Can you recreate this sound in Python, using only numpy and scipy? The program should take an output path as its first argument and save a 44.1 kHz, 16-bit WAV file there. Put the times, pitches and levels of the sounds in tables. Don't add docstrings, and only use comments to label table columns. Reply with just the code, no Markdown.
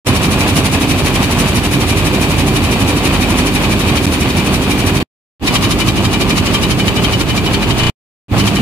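import sys
import numpy as np
from scipy import signal
from scipy.fft import rfft, irfft, next_fast_len
from scipy.io import wavfile
from scipy.ndimage import uniform_filter1d

SR = 44100
rng = np.random.default_rng(int(sys.argv[2]) if len(sys.argv) > 2 else 0)


def file_out(sig):
    cols = np.atleast_2d(sig).T
    lim = np.clip(cols, -1, 1)
    pcm = np.round(lim * 32767).astype(np.int16)
    wavfile.write(sys.argv[1], SR, pcm)


N = 379701
SHAFT_HZ, CRANK_HZ = 49.7, 6.04
MOVE_S = 5.2

# (start [s], fade-in [s], end [s], first outward stroke [s])
VIEWS = [(.047, .024, 5.029, .08), (5.396, .036, 7.9, 5.476), (8.283, .038, 8.7, 8.398)]


def undb(db):
    return 10 ** (np.asarray(db) / 20)


def level(x, db):
    return x * undb(db) / np.sqrt(np.mean(x ** 2))


def per_bin(points):
    hz, value = np.transpose(points)
    bin_hz = np.fft.rfftfreq(next_fast_len(N), 1 / SR)
    return np.interp(np.log(bin_hz + 1e-3), np.log(hz), value)


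def shape(x, gain):
    size = next_fast_len(N)
    return irfft(rfft(x, size) * gain, size)[..., :N]


def walk(rate_hz):
    hold = int(SR / rate_hz)
    steps = np.repeat(rng.standard_normal(N // hold + 1), hold)
    return 1.21 * uniform_filter1d(uniform_filter1d(steps, hold), hold)[:N]


def contacts(per_s, spread_db):
    hit = rng.random((2, N)) < per_s / SR
    return level(hit * rng.standard_normal((2, N)) * undb(spread_db * rng.standard_normal((2, N))), 0)


def stereo(x, spectrum, alike=1):
    # (frequency [Hz], correlation [0-1])
    correlation = [(60, .96), (250, .93), (500, 0.96), (850, 0.99), (1150, .75), (1400, .15), (2400, 0.064),
                   (7500, 0.12), (9500, 0.42), (11000, 0.11)]
    likeness = np.clip(per_bin(correlation) * alike, 0, .99)
    gain = undb(per_bin(spectrum))
    mid = shape(x[0], gain * np.sqrt(1 + likeness))
    side = shape(x[1], gain * np.sqrt(1 - likeness))
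    return level(np.array([mid + side, mid - side]), 0)


def steel(x, t60_s, ring_db):
    t = np.arange(SR // 8) / SR
    wash = rng.standard_normal((2, len(t))) * np.exp(-np.log(1000) * t / t60_s)
    wash *= undb(ring_db) / np.sqrt(np.sum(wash ** 2, axis=1, keepdims=True))
    wash = signal.sosfilt(signal.butter(2, 3000, "high", fs=SR, output="sos"), wash)
    return level(x + signal.fftconvolve(x, wash, axes=1)[:, :N], 0)


def engine(front):
    # (shaft order, level [dB])
    front_orders = [(1, -26.5), (2, -29.5), (4, -25.5), (5, -44), (6, -29), (8, -44.5), (10, -40)]
    side_orders = [(1, -27.5), (2, -36.5), (4, -25.5), (6, -36), (8, -32.5)]

    def hum(orders, waver_db):
        phase = 2 * np.pi * np.cumsum(SHAFT_HZ * (1 + .0015 * walk(3))) / SR
        out = np.zeros(N)
        for order, db in orders:
            peak = np.sqrt(2) * undb(db + waver_db * walk(6.5))
            out += peak * np.sin(order * phase + 2 * np.pi * rng.random())
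        return out

    return np.where(front, hum(front_orders, waver_db=2.1), hum(side_orders, waver_db=2.4))


def panels(front, repeat_share, db):
    # (frequency [Hz], relative level [dB])
    front_spectrum = [(22, -32), (38, -19.5), (47, -6), (58, -10.5), (80, 2.5), (120, -2.5), (134, 2.5),
                      (152, -2), (212, -6.5), (236, -1), (292, -3.5), (312, -7), (392, -6), (450, -23.5),
                      (900, -41)]
    side_spectrum = [(22, -32.5), (38, -18), (47, -10), (62, -3.5), (85, 0.5), (115, 3), (150, -2.5),
                     (178, -2), (255, -3), (305, -4.5), (340, -4.5), (440, -16), (490, -26.5), (900, -42.5)]
    thuds = contacts(per_s=2500, spread_db=1)
    repeating = contacts(per_s=2500, spread_db=3)[:, np.arange(N) % int(SR / CRANK_HZ)]
    shake = np.sqrt(1 - repeat_share) * thuds + np.sqrt(repeat_share) * level(repeating, 0)
    ahead = stereo(shake, front_spectrum)
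    beside = stereo(shake, side_spectrum, alike=.88)
    return np.where(front, ahead, beside) * undb(db)


def chains(front, front_db, side_db, flutter_db):
    # (frequency [Hz], relative level [dB])
    spectrum = [(250, -9.5), (450, -1), (700, -2.5), (1150, -4), (1500, -9.5), (2100, -9.5), (2450, -4.5),
                (3200, -10.5), (4400, -14.5), (5500, -23.5), (8000, -25), (9700, -29.5), (11000, -35.5),
                (15000, -52.5)]
    ticks = contacts(per_s=7000, spread_db=2) * undb(flutter_db * walk(45))
    rattle = stereo(steel(ticks, t60_s=.033, ring_db=-12), spectrum)
    return rattle * undb(np.where(front, front_db, side_db))


def crank_strokes():
    # (time [s], scrape [dB], knock [dB])
    drift = [(0, -20.7, -21.3), (1.2, -21.7, -23), (2.95, -22.9, -23.5), (3.35, -22.4, -18.7),
             (4.5, -24.5, -23), (5.0, -22.7, -21.5), (5.5, -20.5, -17.8), (5.9, -23.8, -21),
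             (6.6, -24, -20.3), (7.3, -25.3, -20.7), (7.85, -28, -21.5), (8.4, -22.5, -20),
             (8.6, -27, -20.5)]
    # (time [s], extra scrape [dB], extra knock [dB])
    hard_strokes = [(.57, 2, 0), (1.07, 1.5, 0), (1.41, 2.5, .5), (3.06, 2, 2), (3.31, 0, 2), (4.05, 3, 0),
                    (4.14, 1, 3), (5.64, 2.5, 1.5), (6.38, 2.5, 0), (7.79, 2.5, 1)]
    # (delay [s], extra scrape [dB], extra knock [dB])
    return_front, return_side = (.0845, -1.5, -1.1), (.078, 2.2, 2.0)
    scatter_db = [.7, 1.0]
    drift_s, scrape_db, knock_db = np.transpose(drift)
    rows = []
    for _, _, end_s, first_s in VIEWS:
        for s in np.arange(first_s, end_s - .05, 1 / CRANK_HZ):
            outward = np.array([s, np.interp(s, drift_s, scrape_db), np.interp(s, drift_s, knock_db)])
            rows += [outward, outward + (return_front if s < MOVE_S else return_side)]
    rows = np.array(rows)
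    rows[:, 1:] += rng.standard_normal((len(rows), 2)) * scatter_db
    for s, *extra_db in hard_strokes:
        nearest = np.argmin(np.abs(rows[:, 0] - s))
        rows[nearest, 1:] += extra_db
    return rows


def swells(times_s, peaks_db, rise_s, fall_s, out_stretch, roundness):
    t, force = np.arange(N) / SR, np.zeros(N)
    for k, (s, db) in enumerate(zip(times_s, peaks_db)):
        near = slice(max(int(s * SR) - SR // 10, 0), int(s * SR) + SR // 10)
        age = (t[near] - s) / (1 if k % 2 else out_stretch)
        width_s = np.where(age < 0, rise_s, fall_s)
        force[near] += undb(db) * np.exp(-np.abs(age / width_s) ** roundness)
    return force


def knife(strokes, front, front_db, side_db, chatter_db):
    # (frequency [Hz], relative level [dB])
    front_spectrum = [(400, -9.5), (800, -7.5), (1150, -3), (1500, -10.5), (2450, -3), (3400, -7),
                      (4450, -6.5), (5000, -9.5), (5500, -6.5), (6400, -11.5), (8200, -10.3), (10100, -9),
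                      (10700, -15.5), (13500, -17.3), (16000, -30.5)]
    side_spectrum = [(400, -14), (800, -7), (1200, 0), (1550, -10), (2400, -2), (3400, -5.5), (4450, -3),
                     (5700, -8), (6400, -11), (8000, -12.5), (10100, -12), (10800, -16), (13500, -21),
                     (16000, -26.5)]
    times_s, scrape_db, _ = strokes.T
    grit = steel(contacts(per_s=14000, spread_db=1.7), t60_s=.022, ring_db=-4)
    grit *= undb(chatter_db * walk(180))
    ahead = swells(times_s - .0055, scrape_db + front_db,
                   rise_s=.016, fall_s=.025, out_stretch=1.11, roundness=1.45)
    beside = swells(times_s - .003, scrape_db + side_db,
                    rise_s=.0165, fall_s=.018, out_stretch=1.07, roundness=1.18)
    return np.where(front, stereo(grit, front_spectrum) * ahead, stereo(grit, side_spectrum) * beside)


def linkage(strokes, front, front_db, side_db, clack_db, lag_s, idle_db):
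    # (frequency [Hz], relative level [dB])
    clack_spectrum = [(700, -17.5), (1150, -5), (1600, -10), (2500, 4), (4400, -0.5), (5800, -5),
                      (7000, -12), (10000, -20.5), (15000, -29.5)]
    # (frequency [Hz], t60 [s], front [dB], side [dB], outward bias [dB])
    modes = [(1900, .03, -12.5, -12, 1.5), (2070, 0.05, -15, -11, 0.5), (2378, .06, 1.5, 3.5, 2),
             (2505, 0.023, 0, -6.5, 0), (2976, .1, -6.5, 4, 4.5), (3134, 0.05, -3.5, 1, -4.5),
             (3778, .03, -3.5, -1.5, 0), (3897, .035, -8.5, -5.5, 2), (4440, 0.04, -5.5, -5, -0.5),
             (5330, 0.026, -13, -10.5, 2), (5600, 0.025, -18, -13, -0.5), (7190, .03, -11, -7.5, -2),
             (8180, .012, -16.5, -12, 1.5), (8970, 0.014, -17, -17, 3.5), (9600, .015, -15.5, -16, -0.5)]
    times_s, _, knock_db = strokes.T
    force = swells(times_s + lag_s, knock_db, rise_s=.0045, fall_s=.012, out_stretch=1.28, roundness=1.3)
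    out = stereo(contacts(per_s=6000, spread_db=0), clack_spectrum) * force * undb(clack_db)
    knocks = contacts(per_s=4000, spread_db=1.3) * (force + front * undb(idle_db))
    direction = np.interp(np.arange(N) / SR, times_s, (-1) ** np.arange(len(times_s)))
    for hz, t60_s, ahead_db, beside_db, bias_db in modes:
        pole = np.exp(2j * np.pi * hz / SR - np.log(1000) / (t60_s * SR))
        ring = signal.lfilter([1], [1, -pole], knocks * undb(bias_db * direction)).imag
        out += level(ring, 0) * undb(np.where(front, ahead_db + front_db, beside_db + side_db))
    return out


def clunk(start_s, decay_s, gain_db):
    # (frequency [Hz], relative level [dB])
    spectrum = [(150, -17), (330, -1), (600, -6.5), (1100, -6), (1700, -12), (4000, -45)]
    age = np.maximum(np.arange(N) / SR - start_s, 0) / decay_s
    envelope = 2 * np.sqrt(age) * np.exp(-age)
    return stereo(contacts(per_s=4000, spread_db=1), spectrum) * envelope * undb(gain_db)


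def fades(t, from_db, cut_db, fall_db_per_s):
    gain = np.zeros(N)
    for start_s, fade_s, end_s, _ in VIEWS:
        rise_db = from_db * np.clip(1 - (t - start_s) / fade_s, 0, 1)
        tail_db = (t > end_s) * (cut_db - fall_db_per_s * (t - end_s))
        gain += (t > start_s) * undb(rise_db + tail_db)
    return gain


def dips(t, depth_db):
    # (start [s], end [s])
    spans = [(4.057, 4.066), (4.995, 5.0)]
    return undb(depth_db * sum((t > start_s) & (t < end_s) for start_s, end_s in spans))


def stutter(x, t, start_s, end_s, piece_s):
    read_s = np.where((t > start_s) & (t < end_s), start_s + (t - start_s) % piece_s, t)
    return x[:, np.rint(read_s * SR).astype(int)]


def scene():
    front = np.arange(N) / SR < MOVE_S
    hum = engine(front)
    drum = panels(front, repeat_share=.22, db=-14.4)
    rattle = chains(front, front_db=-19.3, side_db=-20.3, flutter_db=1.57)
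    strokes = crank_strokes()
    scrape = knife(strokes, front, front_db=4.1, side_db=5, chatter_db=1.25)
    knock = linkage(strokes, front, front_db=-32.5, side_db=-31.5,
                    clack_db=-3.5, lag_s=.002, idle_db=-30.5)
    return hum + drum + rattle + scrape + knock + clunk(start_s=8.33, decay_s=.02, gain_db=-16.5)


def record(dry):
    # (frequency [Hz], left minus right [dB])
    imbalance = [(60, -3), (110, -3.2), (300, -1.7), (700, -1), (1500, -1.8), (2400, 2.5), (3000, 3.71),
                 (4400, .5), (7200, -1.5), (9500, 2.96), (11000, -2.5), (13000, -9), (16000, -9)]
    left_lag_s, low_hz, top_hz = .0001, 39, 15500
    t = np.arange(N) / SR
    bin_hz = np.fft.rfftfreq(next_fast_len(N), 1 / SR)
    delay = np.exp(-2j * np.pi * bin_hz * np.array([[left_lag_s], [0]]))
    colour = undb(per_bin(imbalance) * np.array([[.5], [-.5]]))
    ports = shape(dry, delay * colour)
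    ports = signal.sosfilt(signal.butter(4, low_hz, "high", fs=SR, output="sos"), ports)
    sound = ports / (1 + ports ** 6) ** (1 / 6)
    sound = stutter(sound, t, start_s=7.8, end_s=7.91, piece_s=1 / 30)
    sound *= fades(t, from_db=-30, cut_db=-26, fall_db_per_s=1200) * dips(t, depth_db=-22)
    return signal.sosfilt(signal.ellip(10, .2, 80, top_hz, fs=SR, output="sos"), sound)


dry = scene()
out = record(dry)
file_out(out)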